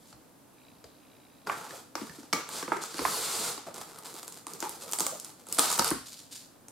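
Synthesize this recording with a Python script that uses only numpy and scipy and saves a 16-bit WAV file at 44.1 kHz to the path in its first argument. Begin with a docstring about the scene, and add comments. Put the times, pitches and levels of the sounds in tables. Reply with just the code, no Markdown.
"""A ball of dough is laid in a glass bowl on a wooden board: soft knocks of ringing modes and a brush of slips.
A faint electrical buzz of mains-rate ticks comes and goes, then a carton of cling film is picked up and flipped open.
The film peels off its roll with a dense hiss of tiny slips under a gliding sizzle band, crinkles as it is drawn
over the rim, rips along the cutter with sharp cracks, and crinkles last under smoothing palms.
Throughout, a quiet room of coloured noise lies below, and a small kitchen echoes the handling."""
import sys
import numpy as np
from scipy import signal
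from scipy.fft import rfft, irfft, next_fast_len
from scipy.io import wavfile

SR = 44100
rng = np.random.default_rng(int(sys.argv[2]) if len(sys.argv) > 2 else 0)


def int16_out(signal):
    """Quantize to a 16-bit WAV file."""
    q = np.round(np.clip(np.atleast_2d(signal).T, -1, 1) * 32767)
    wavfile.write(sys.argv[1], SR, q.astype(np.int16))


N = 296098
TIME = np.arange(N) / SR
STEPS = np.arange(0, TIME[-1], .001)  # coarse clock for hand movements, s
BLOW_S = .005  # blow levels are stated as if the energy were packed into this time
PULL_SLIPS_PER_S = 11000  # at full peeling speed

# modes of the thud of a struck body: f/multiple of its pitch, width/Hz, level/dB
THUD_MODES = [(.5, 45.3, -6.5), (.78, 48.6, 1.5), (1, 49.7, 3), (1.35, 58.7, -1)]
# spectrum of crinkling film and of sliding skin: f/Hz, level/dB per Hz
CRINKLE_SPECTRUM = [(1800, -12.5), (2800, -8), (3600, -2), (4600, 0), (5700, -3), (7200, -0.5), (9000, -2),
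                    (10500, -6), (13000, -7.5), (15500, -19)]


def from_db(db):
    """Decibels to gain."""
    return np.exp(np.asarray(db) * (np.log(10) / 20))


def rms_one(x):
    """Scale to rms 1."""
    return x / np.sqrt(np.mean(x ** 2) + 1e-20)


def in_time(rows):
    """One curve over the scene for each column after the time."""
    s, *columns = np.transpose(rows)
    return [np.interp(TIME, s, c) for c in columns]


def at_hz(points, hz):
    """Read a table on a log-frequency axis."""
    f, value = np.transpose(points)
    return np.interp(np.log(np.maximum(hz, 1)), np.log(f), value)


def coloured(x, spectrum):
    """Give x a spectrum that falls away beyond the table's ends; rms 1."""
    size = next_fast_len(N)
    hz = np.arange(size // 2 + 1) * SR / size + 1
    low_skirt = 1 + (spectrum[0][0] / hz / 2) ** 4
    high_skirt = 1 + (hz / spectrum[-1][0] / 2) ** 4
    gain = from_db(at_hz(spectrum, hz)) / np.sqrt(low_skirt * high_skirt)
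    return rms_one(irfft(rfft(x, size) * gain, size)[..., :N])


def resonate(x, hz, width):
    """One resonance with unit energy gain; a wider one dies sooner."""
    r = np.exp(-np.pi * width / SR)
    poles = [1, -2 * r * np.cos(2 * np.pi * hz / SR), r * r]
    return np.sqrt((1 - r * r) / 2) * signal.lfilter([1, 0, -1], poles, x + 1e-18)


def drift(rate):
    """Slow random wander, about `rate` turns a second, drawn from knots of spread 1."""
    knots = rng.standard_normal(4000)
    return np.interp(TIME * rate, np.arange(len(knots)), knots)


def diffuse(size):
    """White stereo noise whose sides are partly alike, and partly opposed in the treble."""
    # left-right likeness: f/Hz, correlation (1 alike, -1 opposed)
    likeness = [(50, 0.5), (250, 0.64), (500, 0.45), (1000, 0.41), (2000, 0.52), (4500, 0.44),
                (9000, -0.34), (14000, -0.18)]
    mid, side = rfft(rng.standard_normal((2, size)))
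    alike = np.clip(at_hz(likeness, np.arange(len(mid)) * SR / size), -1, 1)
    both = np.sqrt(1 + alike) * mid + np.sqrt(1 - alike) * side * [[1], [-1]]
    return irfft(both, size) / np.sqrt(2)


def blows(times, levels_db, modes, buckle_s=BLOW_S, after=0, detune=0, pan_db=0, scale=1, polarity=-1, size=3000):
    """Each blow is a click and a quick dying run of smaller slips, ringing modes that shift with the grip.
    Rows: left, right, and the sound sent to the walls, which the click alone drives."""
    out, t = np.zeros((3, N + size)), np.arange(size) / SR
    for s, db, stretch in zip(times, levels_db, scale * np.ones(len(times))):
        click = 1. * (t == 0)
        run = click + after * rng.standard_normal(size) * np.exp(-t / buckle_s)
        # a small body radiates little below its lowest mode
        high_pass = signal.butter(2, modes[0][0] * stretch / 2, "high", fs=SR, output="sos")
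        push = signal.sosfilt(high_pass, [run, run, click])
        rings = 0
        for k, (hz, width, mode_db) in enumerate(modes):
            pitch = min(hz * stretch * np.exp(detune * rng.normal()), SR / 2 - 1000)
            aim_db = pan_db * rng.normal() * np.array([[1], [-1], [0]])  # each mode beams its own way
            gain = polarity ** k * from_db(mode_db + 2.1 * rng.normal() + aim_db)
            rings = rings + gain * resonate(push, pitch, width)
        left, right, far = np.sum(rings ** 2, axis=1)
        energy = np.array([[left + right], [left + right], [2 * far]]) / 2
        at = max(int(s * SR), 0)
        out[:, at:at + size] += from_db(db) * rings * np.sqrt(BLOW_S * SR / energy)
    return out[:, :N]


def grains(per_s, spread_db, pan_db, clump_db=2.0):
    """Random tiny slips of uneven size that come in clumps; rows left, right and towards the walls."""
    chance = np.clip(per_s / SR, 1e-4, 1)
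    uneven_db = spread_db * np.minimum(rng.exponential(1, N), 3)
    sizes = from_db(uneven_db + clump_db * drift(70)) * rng.choice([-1, 1], N)
    clicks = (rng.random(N) < chance) * sizes / np.sqrt(chance)
    return rms_one(clicks * from_db(pan_db * rng.standard_normal(N) * [[1], [-1], [0]]))


def quiet_room():
    """The room's steady bed: diffuse noise, strongest in the low mids."""
    # spectrum: f/Hz, level/dB per Hz
    ambience = [(25, -15), (60, -13), (120, -0.5), (200, -1.5), (290, 4.5), (370, -5.5), (480, -3.5),
                (950, -8), (1500, -13), (2200, -19.5), (6000, -20.5), (9000, -16.5), (13000, -16.5),
                (16000, -25.5)]
    return from_db(-57) * coloured(diffuse(N), ambience)


def echoes(first_echo_s=0.0022, build_s=0.00057, size=32768):
    """Dense wall echoes that die away band by band."""
    # decay of the kitchen: f/Hz, time to fall by 60 dB/s
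    decay_times = [(100, 0.36), (400, 0.18), (1200, 0.38), (4500, 0.58), (9000, 0.38), (15000, 0.35)]
    # echo strength: f/Hz, level/dB against the direct sound
    echo_levels = [(100, -3.5), (400, -3.5), (1200, -1), (4500, -5), (9000, -1.5), (15000, 0.5)]
    t, hz = np.arange(size) / SR, np.arange(size // 2 + 1) * SR / size
    noise, centres, tail = rfft(diffuse(size)), np.geomspace(80, 16000, 12), 0
    onset = 1 - np.exp(-np.maximum(t - first_echo_s, 0) / build_s)
    for centre, share in zip(centres, np.eye(len(centres))):
        fade = onset * from_db(-60 * t / at_hz(decay_times, centre))
        band = irfft(noise * at_hz(np.c_[centres, share], hz), size)
        tail = tail + from_db(at_hz(echo_levels, centre)) * band * fade / np.sqrt(np.sum(fade ** 2))
    return tail


def kitchen(x, count=4, spots_per_s=27):
    """The sounding spot moves round a few places in turn, crossfading, and each has its own echoes."""
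    out = 0
    for k in range(count):
        away = np.abs((TIME * spots_per_s + k) % count - count / 2)
        share = np.cos(np.pi / 2 * np.minimum(away, 1))
        out = out + signal.oaconvolve((x * share)[None], echoes(), axes=1)[:, :N]
    return out


def buzz(mains_hz=60):
    """One small tick in every mains cycle with a little fizz after it, through resonances that waver."""
    # loudness of the buzz: t/s, level/dB
    buzz_levels = [(.5, -85), (.59, -69), (.68, -65), (.82, -70.5), (1.15, -67.5), (1.45, -68), (1.6, -94)]
    # resonances: f/Hz, width/Hz, level/dB
    buzz_modes = [(2400, 460, 7.5), (3900, 154, 6.5), (4800, 300, 2)]
    since = TIME % (1 / mains_hz)
    ticks = np.diff(since, prepend=0) < 0
    push = ticks + 0.25 * rng.standard_normal(N) * np.exp(-since / 0.0039)
    rings = 0
    for k, (hz, width, db) in enumerate(buzz_modes):
        rings = rings + (-1) ** k * from_db(db + 2 * drift(20.2)) * resonate(push, hz, width)
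    return from_db(in_time(buzz_levels)[0]) * rms_one(rings)


def board():
    """The wooden board booms softly in two low modes under dough, bowl and hands."""
    # weight coming down: t/s, level/dB
    bumps = [(.135, -55), (.845, -55), (3.01, -45.5), (3.055, -54), (5.796, -41.5), (5.914, -41.5)]
    # modes: f/Hz, width/Hz, level/dB
    board_modes = [(65.5, 14, -9), (120, 41, -9)]
    s, db = np.transpose(bumps)
    return blows(s, db, board_modes, size=6000)


def brush():
    """Hands brush the dough: skin slides over dough and board in many tiny slips."""
    # loudness of the brushing: t/s, level/dB
    brush_levels = [(0, -65.5), (.11, -57.5), (.17, -86), (.3, -100)]
    slips = grains(4000, spread_db=2.0, pan_db=3.0)
    return from_db(in_time(brush_levels)[0]) * coloured(slips, CRINKLE_SPECTRUM)


def crumples():
    """Dough, card or taut film gives way: a short stutter of slips rings one patch at its own low pitch."""
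    # start t/s, length/s, pitch f/Hz, drive level/dB
    patches = [(.843, .025, 616, -58), (1.727, .03, 570, -48), (2.99, .035, 435, -38),
               (3.667, .025, 620, -45), (4.627, 0.043, 883, -41), (4.83, .045, 513, -48),
               (5.121, 0.038, 592, -44)]
    out, slips = 0, grains(1100, spread_db=0.5, pan_db=1.5)
    for s, length, hz, db in patches:
        gain = from_db(db) * (TIME > s) * (TIME < s + length)
        soft = resonate(gain * slips, hz, hz) * np.sqrt(np.pi * hz / SR)
        out = out + resonate(soft, hz, width=98)
    return out


def carton():
    """Knocks of dough, hands and carton: a low thud, the hollow ring of card and a dry crack."""
    # t/s, thud f/Hz, then before the trims: thud level/dB, ring level/dB, ring pitch ratio, crack level/dB
    knocks = [(0.1271, 160, -58, -55.5, 0.91, -54.5), (0.8415, 465, -52.5, -55, 0.49, -51.5),
              (1.4712, 302, -50, -38, 1.08, -45), (1.4969, 392, -47, -27, 1.18, -66),
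              (1.7074, 384, -58, -45, 1.36, -49), (1.9536, 372, -39, -33.5, 0.94, -35.5),
              (2.015, 265, -34, -47, 0.82, -64), (2.0959, 161, -43.5, -46, 1.9, -52),
              (2.1838, 294, -42, -58, 1.1, -72), (2.232, 266, -48.5, -53, 0.91, -56),
              (2.3284, 343, -40, -33, 0.99, -28), (2.332, 340, -31.5, -30.5, 0.97, -27),
              (2.6269, 360, -37, -37, 1.2, -41.5), (2.6795, 368, -36, -37.5, 0.96, -65),
              (2.7189, 452, -30, -23.5, 0.96, -60), (2.7671, 423, -34.5, -38.5, 0.76, -44.5),
              (2.9426, 380, -41.5, -47, 0.99, -42), (2.9827, 367, -40, -40, 1.2, -40.5),
              (2.992, 302, -33, -33, 1.07, -39), (3.0516, 374, -44, -23, 1.03, -52),
              (3.578, 370, -47, -44.5, 0.91, -45.5), (4.6258, 440, -35, -35.5, 0.94, -37.5),
              (5.7946, 330, -30.5, -29, 0.944, -24.5), (5.913, 302, -25, -32, 1.13, -50)]
    # hollow ring of card: f/Hz at pitch ratio 1, width/Hz, level/dB
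    ring_modes = [(763, 280, -5), (967, 94, 6.5), (1215, 180, 4.5), (1340, 630, -2), (2050, 120, -12.5),
                  (2270, 160, -10)]
    # dry crack of card: f/Hz, width/Hz, level/dB
    crack_modes = [(2700, 3700, 1), (4600, 670, 5), (5600, 860, 1.5), (7600, 2300, 3), (10500, 5200, -3)]
    s, thud_hz, thud_db, ring_db, ring_ratio, crack_db = np.transpose(knocks)
    thud = blows(s, thud_db, THUD_MODES, buckle_s=0.0091, after=0.057, detune=0.044, pan_db=1.1, scale=thud_hz)
    ring = blows(s, ring_db, ring_modes, buckle_s=0.002, after=0.26, detune=0.037, pan_db=3.5,
                 scale=ring_ratio, polarity=0.95)
    # card gives under the blow, which softens its ring
    ring = signal.sosfilt(signal.butter(4, 2280, fs=SR, output="sos"), ring)
    crack = blows(s, crack_db, crack_modes, buckle_s=0.0028, after=0.51, detune=0.023, pan_db=3.0)
    return from_db(1.6) * thud + from_db(4.0) * ring + from_db(2.5) * crack


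def cutter(lid_s=2.332, lid_db=-25.5):
    """The lid flips open and leaves the toothed steel cutter strip ringing in narrow modes."""
    # modes: f/Hz, width/Hz, level/dB
    cutter_modes = [(1175, 7.3, -5.5), (1258, 15, -10), (2250, 50, -4)]
    return blows([lid_s], [lid_db], cutter_modes, size=9000)


def film_cracks():
    """A crease pops or the film tears on the cutter teeth: a sharp crack that plucks sheet and carton."""
    # t/s, then before the trims: thud level/dB, sheet ring level/dB, crack level/dB
    cracks = [(2.4902, -57, -40, -42), (2.8375, -45.5, -40, -38), (3.743, -46, -60, -45),
              (3.7808, -51, -42, -49), (3.9872, -61, -47, -46.5), (4.141, -49, -56, -47),
              (4.2307, -50, -46, -45.5), (4.2795, -50, -46.5, -41), (4.324, -57, -71, -46),
              (4.4679, -47, -37.5, -40), (4.5353, -49, -62, -41), (4.604, -52, -49, -36),
              (4.6937, -45.5, -63, -38), (4.914, -60, -59, -40), (4.9226, -48, -58, -33.5),
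              (4.9338, -44, -33.5, -29), (4.9875, -45, -36.5, -30), (4.9973, -49, -38, -30),
              (5.0053, -33.5, -30.5, -26), (5.0166, -39, -38, -38), (5.0659, -39, -30.5, -27.5),
              (5.199, -66.5, -63, -39.5), (5.2466, -67, -54, -40.5), (5.4687, -61, -49, -49),
              (5.487, -49, -69.8, -45.5), (5.5253, -58, -46.5, -28.5), (5.5473, -59, -60, -37.5),
              (5.587, -29, -22.5, -24), (5.5933, -48, -24, -19.5), (5.657, -54, -33, -33.5),
              (5.702, -52, -36, -32), (5.715, -50, -33, -30.5), (5.727, -57, -36, -30),
              (5.737, -58.9, -50, -35), (5.7418, -56, -47, -34), (5.7785, -40, -33, -35),
              (5.789, -38.5, -30, -30), (5.7935, -25.5, -23.5, -25.5), (5.8227, -53, -34, -34),
              (5.8451, -56, -30, -28.5), (5.8786, -58, -53, -30.5), (5.905, -40, -39, -30),
              (6.6836, -59, -55, -47.5)]
    # ring of the sheet: f/Hz, width/Hz, level/dB
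    sheet_modes = [(720, 500, 0), (947, 145, 1), (1265, 67, -1), (1595, 200, -8.5), (2160, 750, -11.5)]
    # crack of the film: f/Hz, width/Hz, level/dB
    crack_modes = [(2970, 1700, -12), (4740, 1350, -4), (7160, 1900, 1.5), (9140, 1900, 2),
                   (12750, 2300, -5.5)]
    s, thud_db, ring_db, crack_db = np.transpose(cracks)
    thud = blows(s, thud_db, THUD_MODES, buckle_s=0.0064, after=0.034, detune=0.073, pan_db=2.0, scale=354.5)
    ring = blows(s, ring_db, sheet_modes, buckle_s=0.0032, after=0.06, detune=0.06, pan_db=1.2)
    crack = blows(s, crack_db, crack_modes, buckle_s=0.0018, after=0.2, detune=0.039, pan_db=1.5)
    return from_db(-0.5) * thud + from_db(-1.0) * ring + from_db(3.0) * crack


def stroke(start, length, attack_s, release_s, sag_db_per_s, levels_db):
    """One movement of the hands: it gathers speed, slackens slowly and stops; one row per level."""
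    t = STEPS - start
    held = np.clip(t / attack_s, 0, 1) * from_db(-sag_db_per_s * np.clip(t, 0, length))
    return from_db(levels_db)[:, None] * held * np.exp(-np.clip(t - length, 0, 1) / release_s)


def gripping():
    """Gains of skin hiss, card rustle and rub as hands take hold of the carton and slide on it."""
    # start t/s, length/s, then before the film trims: rustle level/dB, rub level/dB, hiss level/dB
    grips = [(1.463, 0.023, -34, -44, -48), (1.505, 0.16, -44.5, -52.5, -52.5),
             (1.685, 0.11, -52, -54, -51), (1.962, 0.12, -53, -53, -53.5), (2.107, 0.18, -64, -62.5, -59),
             (2.33, 0.068, -39, -49, -52.5), (2.681, 0.086, -48, -48, -52.5)]
    return sum(stroke(s, length, 0.013, .035, 23.5, [hiss_db, rustle_db, rub_db])
               for s, length, rustle_db, rub_db, hiss_db in grips)


def pulling():
    """Gains of hiss, rustle and rub as the film comes off the roll."""
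    # start t/s, length/s, time to full speed/s, hiss level/dB before the film trims
    pulls = [(2.455, 0.14, 0.089, -41.5), (2.806, 0.024, 0.015, -41.5), (2.876, 0.62, 0.22, -37.5)]
    return sum(stroke(s, length, rise_s, .055, 0, [db, db - 3, db - 9.5])
               for s, length, rise_s, db in pulls)


def draping():
    """Gains of crinkle, rustle and rub as the loose sheet is drawn over the rim."""
    # start t/s, length/s, then before the film trims: crinkle level/dB, sheet rustle level/dB
    drapes = [(3.651, 0.037, -53.5, -43.5), (3.736, 0.084, -48, -45), (3.847, 0.21, -55, -51.5),
              (4.033, 0.17, -51, -51.5), (4.223, 0.17, -54.5, -57.5), (4.466, 0.15, -53, -50.5),
              (4.611, 0.049, -46.5, -46), (4.698, .08, -52.5, -52.5), (4.797, 0.033, -43, -47),
              (4.852, 0.11, -50, -50), (4.998, .17, -45.5, -46.5), (5.203, 0.092, -56.5, -56),
              (5.369, 0.13, -60.5, -61), (5.481, 0.12, -50, -50)]
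    return sum(stroke(s, length, .025, 0.021, 15.5, [db, rustle_db, rustle_db - 6])
               for s, length, db, rustle_db in drapes)


def ripping():
    """Gains of crinkle, rustle and rub as the film rips along the cutter."""
    # start t/s, length/s, crinkle level/dB before the film trims
    rips = [(5.579, .18, -33.5), (5.843, .05, -34.5)]
    return sum(stroke(s, length, 0.0064, .012, 21.5, [db, db - 3, db - 13.5])
               for s, length, db in rips)


def smoothing():
    """Gains as palms smooth the film against the glass, where it only crinkles."""
    # start t/s, length/s, crinkle level/dB before the film trims
    smoothings = [(6.04, 0.057, -47), (6.155, 0.042, -55), (6.3, 0.062, -45.5)]
    return sum(stroke(s, length, 0.023, 0.042, 7, [db, -np.inf, -np.inf])
               for s, length, db in smoothings)


def movements():
    """Each kind of movement: (gains of crinkle, rustle and rub; slips per s at its strongest; brightness dB)."""
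    pull = pulling()
    speed_db = 20 * np.log10(np.maximum(pull[0] / pull[0].max(), 1 / 10))
    pull_bright_db = 1.5 + 0.65 * speed_db  # a weaker pull loses top
    return [(gripping(), 5000, 1), (pull, PULL_SLIPS_PER_S, pull_bright_db),
            (draping(), 1500, 3), (ripping(), 3500, -1), (smoothing(), 1300, -2)]


def handling():
    """All movements together: grain and brightness are averages weighted by each one's strength."""
    gains, per_s, bright_db, total = 0, 0, 0, 0
    for gain, top_per_s, movement_bright_db in movements():
        strength = gain[0] + 1e-9
        gains, total = gains + gain, total + strength
        # a stronger movement slips more often
        slip_rate = top_per_s * np.maximum(strength / strength.max(), 1 / 10) ** .7
        per_s = per_s + strength * slip_rate
        bright_db = bright_db + strength * movement_bright_db
    return [np.interp(TIME, STEPS, control) for control in (*gains, per_s / total, bright_db / total)]


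def sizzle():
    """The peeling line hisses in a gliding band over one steady ring; the roll unwinds unevenly."""
    # pitch of the line, up with speed and down as the free sheet lengthens: t/s, f/Hz
    line_pitch = [(2.88, 8000), (3.08, 11000), (3.27, 7800), (3.52, 7140)]
    slips = grains(PULL_SLIPS_PER_S, spread_db=2.5, pan_db=2.0, clump_db=2.0)
    # shift the band down to 0 Hz, low-pass it there and shift it back
    turn = np.exp(2j * np.pi * np.cumsum(in_time(line_pitch)[0]) / SR)
    half_band = signal.butter(2, 3100 / 2, fs=SR, output="sos")
    gliding = np.real(turn * signal.sosfilt(half_band, slips / turn))
    steady = resonate(slips, hz=4540, width=850)
    hiss = np.interp(TIME, STEPS, pulling()[0])
    gain = hiss * np.sqrt(hiss / hiss.max()) * from_db(drift(14))  # favours full speed
    return gain * (from_db(-5) * rms_one(gliding) + from_db(-8) * rms_one(steady))


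def film():
    """Clinging layers part in countless slips: a smooth hiss off the roll, separate crackles when slow."""
    # spectra of loose rustle and of rubbing: f/Hz, level/dB per Hz
    rustle_spectrum = [(400, -31), (620, -1), (800, 3.5), (1050, 1.5), (1350, 2.5), (1800, -12.5),
                       (2300, -10), (3000, -18.5), (4500, -29)]
    rub_spectrum = [(40, -23), (80, -13.5), (140, -1), (230, -2), (300, -4), (450, 7), (600, -7.5),
                    (900, -30)]
    crinkle_gain, rustle_gain, rub_gain, per_s, bright_db = handling()
    clumping = 4.36 / (1 + per_s / 5000)  # fast peeling evens out
    slips = grains(per_s, spread_db=2.5, pan_db=1.5, clump_db=clumping)
    crinkle = coloured(slips, CRINKLE_SPECTRUM)
    # brightness raises or lowers the very top: taut, fast-peeling film sizzles more
    dull = signal.sosfiltfilt(signal.butter(2, 9000, fs=SR, output="sos"), crinkle)
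    crinkle = dull + from_db(bright_db) * (crinkle - dull)
    rustle = coloured(slips, rustle_spectrum)
    rub = coloured(grains(per_s, spread_db=2.5, pan_db=0.5, clump_db=2.5), rub_spectrum)
    return from_db(1.26) * crinkle_gain * crinkle + from_db(-3.5) * rustle_gain * rustle + rub_gain * rub


def scene():
    """Close handling, its echoes, the buzz and the quiet room."""
    knocking = board() + carton() + cutter()
    touching = brush() + crumples()
    wrapping = film_cracks() + sizzle() + film()
    left, right, to_walls = knocking + touching + wrapping
    return np.array([left, right]) + kitchen(to_walls) + buzz() + quiet_room()


def record(dry, edge_hz=10500, left_top_db=-4.0, right_top_db=-1.0, balance_db=0.0):
    """Two microphones, the left one duller at the very top; the band ends steeply."""
    low = signal.sosfilt(signal.butter(1, min(edge_hz, SR / 2 - 1000), fs=SR, output="sos"), dry)
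    shelved = low + (dry - low) * from_db([[left_top_db], [right_top_db]])
    heard = shelved * from_db([[balance_db], [-balance_db]])
    return signal.sosfilt(signal.ellip(10, .2, 70, 15800, fs=SR, output="sos"), heard)


dry = scene()
out = record(dry)
int16_out(out)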